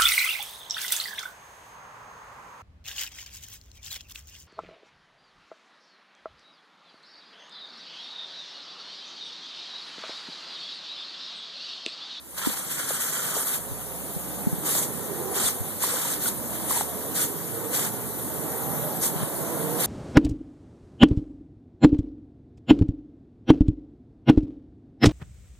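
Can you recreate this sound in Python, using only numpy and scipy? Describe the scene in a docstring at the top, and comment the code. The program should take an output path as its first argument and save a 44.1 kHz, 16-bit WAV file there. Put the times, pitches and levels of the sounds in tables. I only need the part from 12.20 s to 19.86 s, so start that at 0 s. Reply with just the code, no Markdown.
"""A sprinkler jet swells into a hiss (shaped noise, whistle) as an engine (gliding firing tones) slows down.
At once a dog bites the jet, in a run to 1.4 s and again from 2.5 s: noise sprays, drops ring the mouth,
and gulps ring like trapped air. Bumps (short dull swings) hit the hand-held camera, mostly before 3.5 s
and near 7 s. From 1.2 s engines mostly gather speed; from 2.7 s fuzzy notes swell in the noise of traffic.
Two microphone ports hear all this; the camera subtracts each, delayed, from the other for stereo."""
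import sys
import numpy as np
from scipy import signal
from scipy.fft import rfft, irfft, next_fast_len
from scipy.io import wavfile
from scipy.ndimage import uniform_filter1d

SR = 44100
rng = np.random.default_rng(int(sys.argv[2]) if len(sys.argv) > 2 else 0)


def unload_wav(signal):
    """Save mono or channel-first audio to the path in sys.argv[1] as 16-bit WAV at rate SR, clipped to [-1, 1]."""
    wavfile.write(
        sys.argv[1],
        SR,
        np.round(np.clip(np.atleast_2d(signal).T, -1, 1) * 32767).astype(np.int16),
    )


N = 337806  # length in samples

# Snaps of the jaws into the jet: [start t/s, hold t/s, spray level/dB as the hold begins, level/dB as it ends,
# gurgle over spray level/dB, mouth cavity f/Hz, extra level/dB of dull splat, extra level/dB of fine mist]
BITES = [(.172, 0.011, -38, -27.5, -13.5, 1100, 1.5, -1), (.225, 0.018, -33, -35, -6.5, 1400, 3, -7),
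         (.262, 0.077, -29, -32.5, -14.5, 1000, 2, 0), (.372, 0.11, -31.5, -38.5, -13.5, 920, -0.5, -0.5),
         (.512, 0.041, -27, -30.5, -15.5, 1530, -2, -3), (.592, 0.058, -28.5, -32.5, -11.5, 1420, -0.5, -2),
         (.685, 0.085, -28.5, -29.5, -12.5, 1350, -1.5, -0.5), (.81, 0.088, -26.5, -30, -13, 1400, -3, -1),
         (.935, 0.062, -29, -29, -10, 1420, -2.5, -1), (1.03, 0.084, -30.5, -30, -10.5, 1390, 0.5, -0.5),
         (1.15, 0.075, -28, -26.5, -14, 1110, -4, 0.5), (1.27, 0.088, -30.5, -28.5, -14, 1180, 0, 3),
         (2.462, 0.13, -26, -23.5, -17, 1060, -1.5, 0.5), (2.632, 0.018, -26, -30, -33, 1060, -5, -3.5),
         (3.158, .13, -26, -22, -16.5, 1070, -0.5, -1), (3.63, 0.031, -21, -26.5, -20, 1070, -0.5, -0.5),
         (3.69, 0.25, -29, -27.5, -15.5, 1140, 0, -1.5), (4.02, 0.062, -31.5, -26, -21, 1210, 0.5, 2.5),
         (4.33, 0.16, -40, -41, -10, 944, 3.5, 4.5), (4.505, 0.11, -26, -28, -21, 920, -1, 0.5),
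         (4.962, 0.082, -25, -24, -22, 1180, -1, 0), (5.54, 0.13, -23.5, -28.5, -18.5, 1030, -1, -0.5),
         (6.83, 0.034, -23.5, -21, -22, 960, -5, -0.5), (6.97, 0.063, -45, -41, 1, 870, 5.5, 1),
         (7.605, .06, -24.5, -25.5, -20, 880, 0, 0)]
# Water slapping shut a pocket of air in the mouth: [start t/s, level/dB, pitch f/Hz, 60 dB ring time t/s]
GULPS = [(0.231, -28, 1360, 0.068), (0.258, -25, 960, 0.042), (0.259, -27, 3460, 0.027),
         (0.26, -35, 2600, 0.018), (0.3, -26.5, 495, 0.026), (0.332, -34, 786, 0.093),
         (0.598, -30, 523, 0.016), (0.693, -35, 1340, 0.033), (0.706, -15, 600, 0.0084),
         (0.709, -20.5, 450, 0.02), (1.1555, -25, 2670, .012), (1.1665, -16.5, 616, 0.012),
         (1.171, -19, 440, 0.026), (2.551, -23, 590, 0.035), (2.646, -28, 530, 0.036),
         (3.264, -17.5, 3440, 0.022), (3.638, -16, 990, 0.013), (3.675, -18.5, 460, 0.024),
         (3.739, -17.5, 503, 0.022), (3.767, -26, 1420, 0.017), (3.85, -25, 920, 0.031),
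         (3.922, -32, 700, .015), (3.856, -26, 510, .028), (4.057, -23, 1430, 0.033),
         (4.079, -28, 900, .02), (4.508, -20, 1030, 0.016), (4.56, -24, 960, 0.038),
         (4.571, -22, 895, 0.028), (4.609, -12, 764, 0.014), (4.985, -30, 1440, 0.065)]
# Knocks on the casing: [start t/s, level/dB, pitch f/Hz, share on the left port (0-1)]
BUMPS = [(0.271, -12, 268, 0.03), (0.291, -24, 220, 0.), (1.515, -26, 108, 1.), (1.964, -20.5, 177, 0.9),
         (2.27, -11.5, 205, 1.), (2.328, -16.5, 161, 1.), (2.382, -20, 180, 0.75), (3.239, -29, 90, 1.),
         (3.406, -23, 103, 1.), (6.669, -28, 130, 0.8), (6.958, -22, 154, 1.), (7.008, -24, 160, .9),
         (7.029, -17, 140, 0.8)]
# Steady pulls or coasts of an engine: [start t/s, end t/s, firing f/Hz at the start, f/Hz at the end, level/dB]
ENGINES = [(0.0, 0.62, 64.3, 45.2, -48), (1.15, 1.36, 43, 52, -50), (1.36, 2.3, 52.15, 68.2, -40.5),
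           (2.305, 3.806, 68, 102.3, -43), (3.803, 4.304, 100, 114.6, -48.5), (4.3, 4.62, 115, 105, -45),
           (3.95, 5.251, 49, 100.4, -42), (5.258, 6.149, 100, 126.4, -41.5), (5.8, 6.08, 79, 66, -44),
           (6.077, 6.24, 66, 76.4, -42), (6.24, 6.7, 74.4, 71, -43), (6.75, 7.5, 78, 81.3, -47)]
# Engine orders: [multiple of the firing rate, level/dB]
ENGINE_ORDERS = [(1, 3), (2, -8), (3, -12)]
# Notes in the traffic: [start t/s, end t/s, pitch f/Hz, level/dB]
DRONES = [(5.3, 5.57, 456, -40.5), (6.612, 6.708, 600, -36), (2.7, 3.405, 363.5, -42.5),
          (2.79, 3.405, 393, -38.5), (3.997, 4.497, 225, -39), (6.098, 6.988, 454, -40.5),
          (6.3, 6.894, 133, -35.5), (6.993, 7.9, 289, -40), (7.192, 7.9, 474, -38)]
# Relative spectrum of passing traffic: [f/Hz, level/dB]
ROAD_SPECTRUM = [(25, -28), (45, -14), (80, -10), (150, 2.5), (250, -5), (480, -9), (650, -14.5),
                 (900, -18), (1300, -25.5), (2100, -30), (3500, -88), (8000, -71)]
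# Relative spectrum of the far rumble: [f/Hz, level/dB]
RUMBLE_SPECTRUM = [(25, 2), (50, 1.5), (100, -10), (200, -30.5)]
# Relative spectrum of the free jet: [f/Hz, level/dB]
JET_SPECTRUM = [(300, -46), (1000, 0.5), (1900, -4), (2300, -3), (2900, -4.5), (3600, -4), (4300, -7),
                (5100, -5.5), (7000, 3), (8500, 5), (9800, 11.5), (11000, 7.5), (12300, 5.5), (13200, 10.5),
                (13900, 9.5), (15500, -7)]
# Relative spectrum of the spray at the jaws: [f/Hz, level/dB]
SPRAY_SPECTRUM = [(300, -7), (1000, -17), (2000, -5.5), (2700, -10.5), (3600, -6.5), (4300, -9),
                  (5100, -7.5), (5900, -4.5), (7100, -0.5), (8500, 2.5), (11000, 0), (13200, 0.5),
                  (13900, 2.5), (15500, -47)]
# Likeness of the two ports for a wide source: [f/Hz, correlation (-1 to 1)]
PORT_LIKENESS = [(60, .992), (300, .975), (500, .9), (700, .74), (1100, .4), (1600, .05), (2300, -.15),
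                 (3100, -.1), (3800, .1), (14000, .02)]
# Share of the delayed other port taken off each side: [f/Hz, left share, right share]
PORT_CANCEL = [(4400, 1.0, 1.0), (5230, 0.5, 0.57), (6200, 0.078, 0.41), (8750, 0.04, 0.15),
               (14000, 0.033, 0.45)]
# The free jet, growing as the camera settles: [t/s, jet level/dB, nozzle whistle level/dB]
JET_LEVEL = [(0.0, -49, -64), (0.15, -40.5, -62), (1.3, -37, -52), (1.9, -36, -45), (3.1, -34.5, -43),
             (6.08, -34.5, -40), (6.53, -33.5, -34.5), (7.04, -34, -42), (7.4, -32.5, -42),
             (7.66, -32.5, -35)]
# Passing traffic: [t/s, level/dB]
ROAD_LEVEL = [(0.0, -50.5), (0.34, -42), (1.3, -37), (1.9, -36.5), (3.07, -30.5), (3.58, -36),
              (4.76, -31.5), (5.23, -34.5), (5.42, -31), (5.85, -33.5), (6.53, -28), (7.04, -30.5),
              (7.4, -27.5), (7.66, -28.5)]

RUMBLE_DB = -45
BITE_RISE_DB_PER_S, BITE_FALL_DB_PER_S = 580, 362
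GURGLE_FADE_DB_PER_S = 21  # the mouth fills, and the gurgle sinks under the spray
UPPER_MOUTH_HZ = 3080  # second resonance of the mouth
DROPS_PER_S = 2500
SPATTER_PER_S, SPATTER_DB = 360, -25  # big drops bursting within the spray
SPLAT_UNDER_HZ, MIST_OVER_HZ = 4700, 8550
GULP_RISE = 0.048  # rise time as a share of the ring time
BUMP_CYCLES = 0.82  # cycles in which the decay factor falls to 1/e
PORT_DELAY_S = 1 / 2610
BAND_LIMIT_HZ = 13970


def gain_of(db):
    """Amplitude factor of a level in dB."""
    return 10 ** (np.asarray(db) / 20)


def evened(x):
    """Scales a sound to an RMS of 1 over all its channels."""
    return x / np.sqrt(np.mean(x ** 2) + 1e-20)


def read(points, hz, axis=1):
    """Reads a spectrum table, straight between points on a log frequency scale."""
    columns = np.transpose(points)
    return np.interp(np.log(hz + 1), np.log(columns[0] + 1), columns[axis])


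def curve(rows, axis):
    """Draws a table column as straight automation over the whole scene."""
    columns = np.transpose(rows)
    return np.interp(np.arange(N) / SR, columns[0], columns[axis])


def add(mix, s, sound):
    """Lays a sound into the mix at s seconds, cut at the end."""
    part = mix[..., round(s * SR):][..., :sound.shape[-1]]
    part += sound[..., :part.shape[-1]]


def resonate(x, hz, width):
    """Shifts the curve hz down to zero, smooths, and shifts back: a resonance of gain 1, width in Hz."""
    turn = np.exp(2j * np.pi * np.cumsum(hz * np.ones(N)) / SR)
    r = np.exp(-np.pi * width / SR)
    return 2 * (turn * signal.lfilter([1 - r], [1, -r], x / turn)).real


def hiss(spectrum, right_lead_s, patchy_db, flicker_db, size, patch=(9, 11)):
    """Random short-time spectra at both ports, with drifting patches and a flicker shared by all bands."""
    # patch: extent of a patch in (bands, frames)
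    frames, hz = 4 * N // size + 5, np.fft.rfftfreq(size, 1 / SR)
    a, b, c, d, patches = rng.standard_normal((frames, len(hz), 5)).T
    patches = uniform_filter1d(patches, size=patch[0], axis=0)
    patches = evened(uniform_filter1d(patches, size=patch[1], axis=1))
    flicker = evened(uniform_filter1d(rng.standard_normal(frames), size=3))

    # the right port hears a shared part, time-shifted, and a part of its own
    same = np.clip(read(PORT_LIKENESS, hz), -1, 1)[:, None]
    lead = np.exp(2j * np.pi * hz * right_lead_s)[:, None]
    left = a + 1j * b
    right = lead * same * left + np.sqrt(1 - same ** 2) * (c + 1j * d)

    level_db = read(spectrum, hz)[:, None] + patchy_db * patches + flicker_db * flicker
    ports = np.array([left, right]) * gain_of(level_db)
    return evened(signal.istft(ports, nperseg=size, noverlap=3 * size // 4)[1][:, :N])


def bites():
    """The jet breaks on teeth and tongue: spray, and drops of all sizes that ring the mouth cavity."""
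    splat_gain, spray_gain, mist_gain, gurgle_gain = jaws()
    return (spray(splat_gain, spray_gain, mist_gain)
            + gurgle_gain * gurgle())


def jaws():
    """Strength of splat, spray, mist and gurgle through all bites: each rises steeply, holds and falls."""
    out, t = np.zeros((4, N)), np.arange(N) / SR
    for start, hold, first_db, last_db, gurgle_db, _, splat_db, mist_db in BITES:
        near = slice(round(max(start - .15, 0) * SR), round((start + hold + .2) * SR))
        since = t[near] - start
        held_db = np.interp(since, [0, hold], [first_db, last_db])
        rise_db = BITE_RISE_DB_PER_S * np.minimum(since, 0)
        fall_db = BITE_FALL_DB_PER_S * np.maximum(since - hold, 0)
        db = held_db + rise_db - fall_db
        wet_db = gurgle_db - GURGLE_FADE_DB_PER_S * (since - hold / 2)
        out[:, near] += gain_of([db + splat_db, db, db + mist_db, db + wet_db])
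    return uniform_filter1d(out, size=300)


def spray(splat_gain, spray_gain, mist_gain):
    """Broken water as noise roughened by bursting drops, split into dull splat, spray and fine mist."""
    fizz = hiss(SPRAY_SPECTRUM, -0.00001, patchy_db=2.0, flicker_db=-0.5, size=256)
    burst_sizes = gain_of(3.8 * np.minimum(rng.exponential(1, N), 3))
    bursts = (rng.random(N) < SPATTER_PER_S / SR) * burst_sizes
    spatter = evened(signal.lfilter([1], [1, -np.exp(-1 / (0.00055 * SR))], bursts))
    fizz = evened(fizz * (1 + gain_of(SPATTER_DB) * spatter))

    low, below_mist = (signal.oaconvolve(fizz, signal.firwin(63, hz, fs=SR)[None], "same", axes=1)
                       for hz in (SPLAT_UNDER_HZ, MIST_OVER_HZ))
    return splat_gain * low + spray_gain * (below_mist - low) + mist_gain * (fizz - below_mist)


def gurgle():
    """Random drops strike the moving mouth cavity and excite its lower and upper resonances."""
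    sizes = gain_of(1.33 * np.minimum(rng.exponential(1, (2, N)), 5))
    drops = sizes * (rng.random((2, N)) < DROPS_PER_S / SR)
    drops = drops * rng.standard_normal((2, N))
    drops[1] = 1.3 * np.roll(drops[0], 4) + 1.05 * drops[1]  # the dog stands slightly left

    mouth_hz = curve(BITES, axis=5)
    broad = resonate(resonate(drops, mouth_hz, 1200), mouth_hz, 1200)
    ringing = resonate(drops, mouth_hz, 150)
    upper = resonate(resonate(drops, UPPER_MOUTH_HZ, 630), UPPER_MOUTH_HZ, 630)
    return evened(broad + 0.33 * ringing + 0.89 * upper)


def gulps():
    """A slap of water, then ringing trapped air whose pitch drops as the jaws close round it."""
    out, t = np.zeros((2, N)), np.arange(3000) / SR
    noises = rng.standard_normal((len(GULPS), len(t)))
    for (s, db, hz, t60), noise in zip(GULPS, noises):
        bent_t = t + 0.00027 * (1 - np.exp(-t / 0.0042))  # runs fast at first: the pitch drop
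        rise = (1 - np.exp(-t / (GULP_RISE * t60))) ** 2
        ring = np.sin(2 * np.pi * hz * bent_t) * rise * gain_of(-60 * t / t60)
        # an overtone near twice the pitch, fading faster than the ring
        overtone = 0.26 * np.sin(2 * np.pi * 1.98 * hz * t) * gain_of(-130 * t / t60)
        slap = uniform_filter1d(noise, size=18) * gain_of(-5 - 60 * t / t60)
        heard = gain_of(db) * (ring + overtone + slap)
        add(out, s, np.array([heard, np.roll(heard, 3)]))  # reaches the left port first
    return out


def jet():
    """The stream tears the air at the nozzle, with a fuzzy whistle near the top."""
    whistle = rng.standard_normal((2, N))
    for _ in range(2):
        whistle = resonate(whistle, 12000, 700)
    body = hiss(JET_SPECTRUM, 0, patchy_db=1.8, flicker_db=0.2, size=512)
    return (gain_of(curve(JET_LEVEL, axis=1)) * body
            + gain_of(curve(JET_LEVEL, axis=2)) * evened(whistle))


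def bumps():
    """A short dull swing of the casing, shared between the ports and mostly strong on one."""
    out, t = np.zeros((2, N)), np.arange(4000) / SR
    for s, db, hz, left in BUMPS:
        u = hz * t / BUMP_CYCLES
        swing = np.sin(2 * np.pi * hz * t) * u ** 0.54 * np.exp(1 - u)
        left = np.clip(left, 0, 1)
        add(out, s, gain_of(db) * swing * np.array([[left], [1 - left]]))
    return out


def engines():
    """Firing tones that glide evenly and waver a little, with a stack of weaker orders above them."""
    out, t = np.zeros(N), np.arange(N) / SR
    for start, stop, from_hz, to_hz, level_db in ENGINES:
        wobble = evened(uniform_filter1d(rng.standard_normal(N), size=6000))
        firing_hz = np.interp(t, [start, stop], [from_hz, to_hz]) * (1 + .015 * wobble)
        turns = np.cumsum(firing_hz) / SR
        tone = sum(gain_of(db) * np.sin(2 * np.pi * order * turns) for order, db in ENGINE_ORDERS)
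        waver = evened(uniform_filter1d(rng.standard_normal(N), size=4000))
        span = uniform_filter1d(1. * ((t > start) & (t < stop)), size=3500)  # soft ends
        out += np.sqrt(2) * tone * span * gain_of(level_db + 1.44 * waver)
    return np.array([out, np.roll(out, -8)])  # the right port is nearer the street


def drones():
    """Fuzzy notes, noise through a narrow resonance, that swell out of the traffic and fade again."""
    out, t = np.zeros(N), np.arange(N) / SR
    for start, stop, hz, db in DRONES:
        swell = np.sin(np.pi * np.clip((t - start) / (stop - start), 0, 1))
        out += gain_of(db) * swell * evened(resonate(rng.standard_normal(N), hz, 11.6))
    return np.array([out, np.roll(out, -6)])  # reaches the right port first


def road():
    """Tyres and wind of passing traffic, off to the right, over a steady far rumble."""
    far = hiss(RUMBLE_SPECTRUM, 0, patchy_db=2.5, flicker_db=1.0, size=2048)
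    # patches narrow in pitch and long in time, as tyres drone
    passing = hiss(ROAD_SPECTRUM, 0.000084, patchy_db=2.0, flicker_db=0.6, size=2048, patch=(2, 30))
    return gain_of(RUMBLE_DB) * far + gain_of(curve(ROAD_LEVEL, axis=1)) * passing


def scene():
    """Sums all the sources at the two ports."""
    return bites() + gulps() + jet() + bumps() + engines() + drones() + road()


def record(dry):
    """The right port is a little weaker; delay-and-subtract combs the middle and sides; then the band limit."""
    size = next_fast_len(N + 4096)
    hz, (left, right) = np.fft.rfftfreq(size, 1 / SR), rfft(dry, size)
    low_cut = 1 / np.sqrt(1 + (50 / (hz + 1)) ** 4)
    mismatch = np.exp((1j * .18 - .2) / (1 + hz / 2500))  # the capsules differ most in the bass
    left, right = left * low_cut, right * low_cut * mismatch

    late = np.exp(-2j * np.pi * hz * PORT_DELAY_S)
    off_left, off_right = (np.clip(read(PORT_CANCEL, hz, axis=k), 0, 1) for k in (1, 2))
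    stereo = np.array([left - off_left * late * right, right - off_right * late * left])
    pair = irfft(stereo, size)[:, :N]
    band_limit = signal.firwin(2047, BAND_LIMIT_HZ, window=("kaiser", 10), fs=SR)
    return signal.oaconvolve(pair, band_limit[None], "same", axes=1)


dry = scene()
out = record(dry)
unload_wav(out)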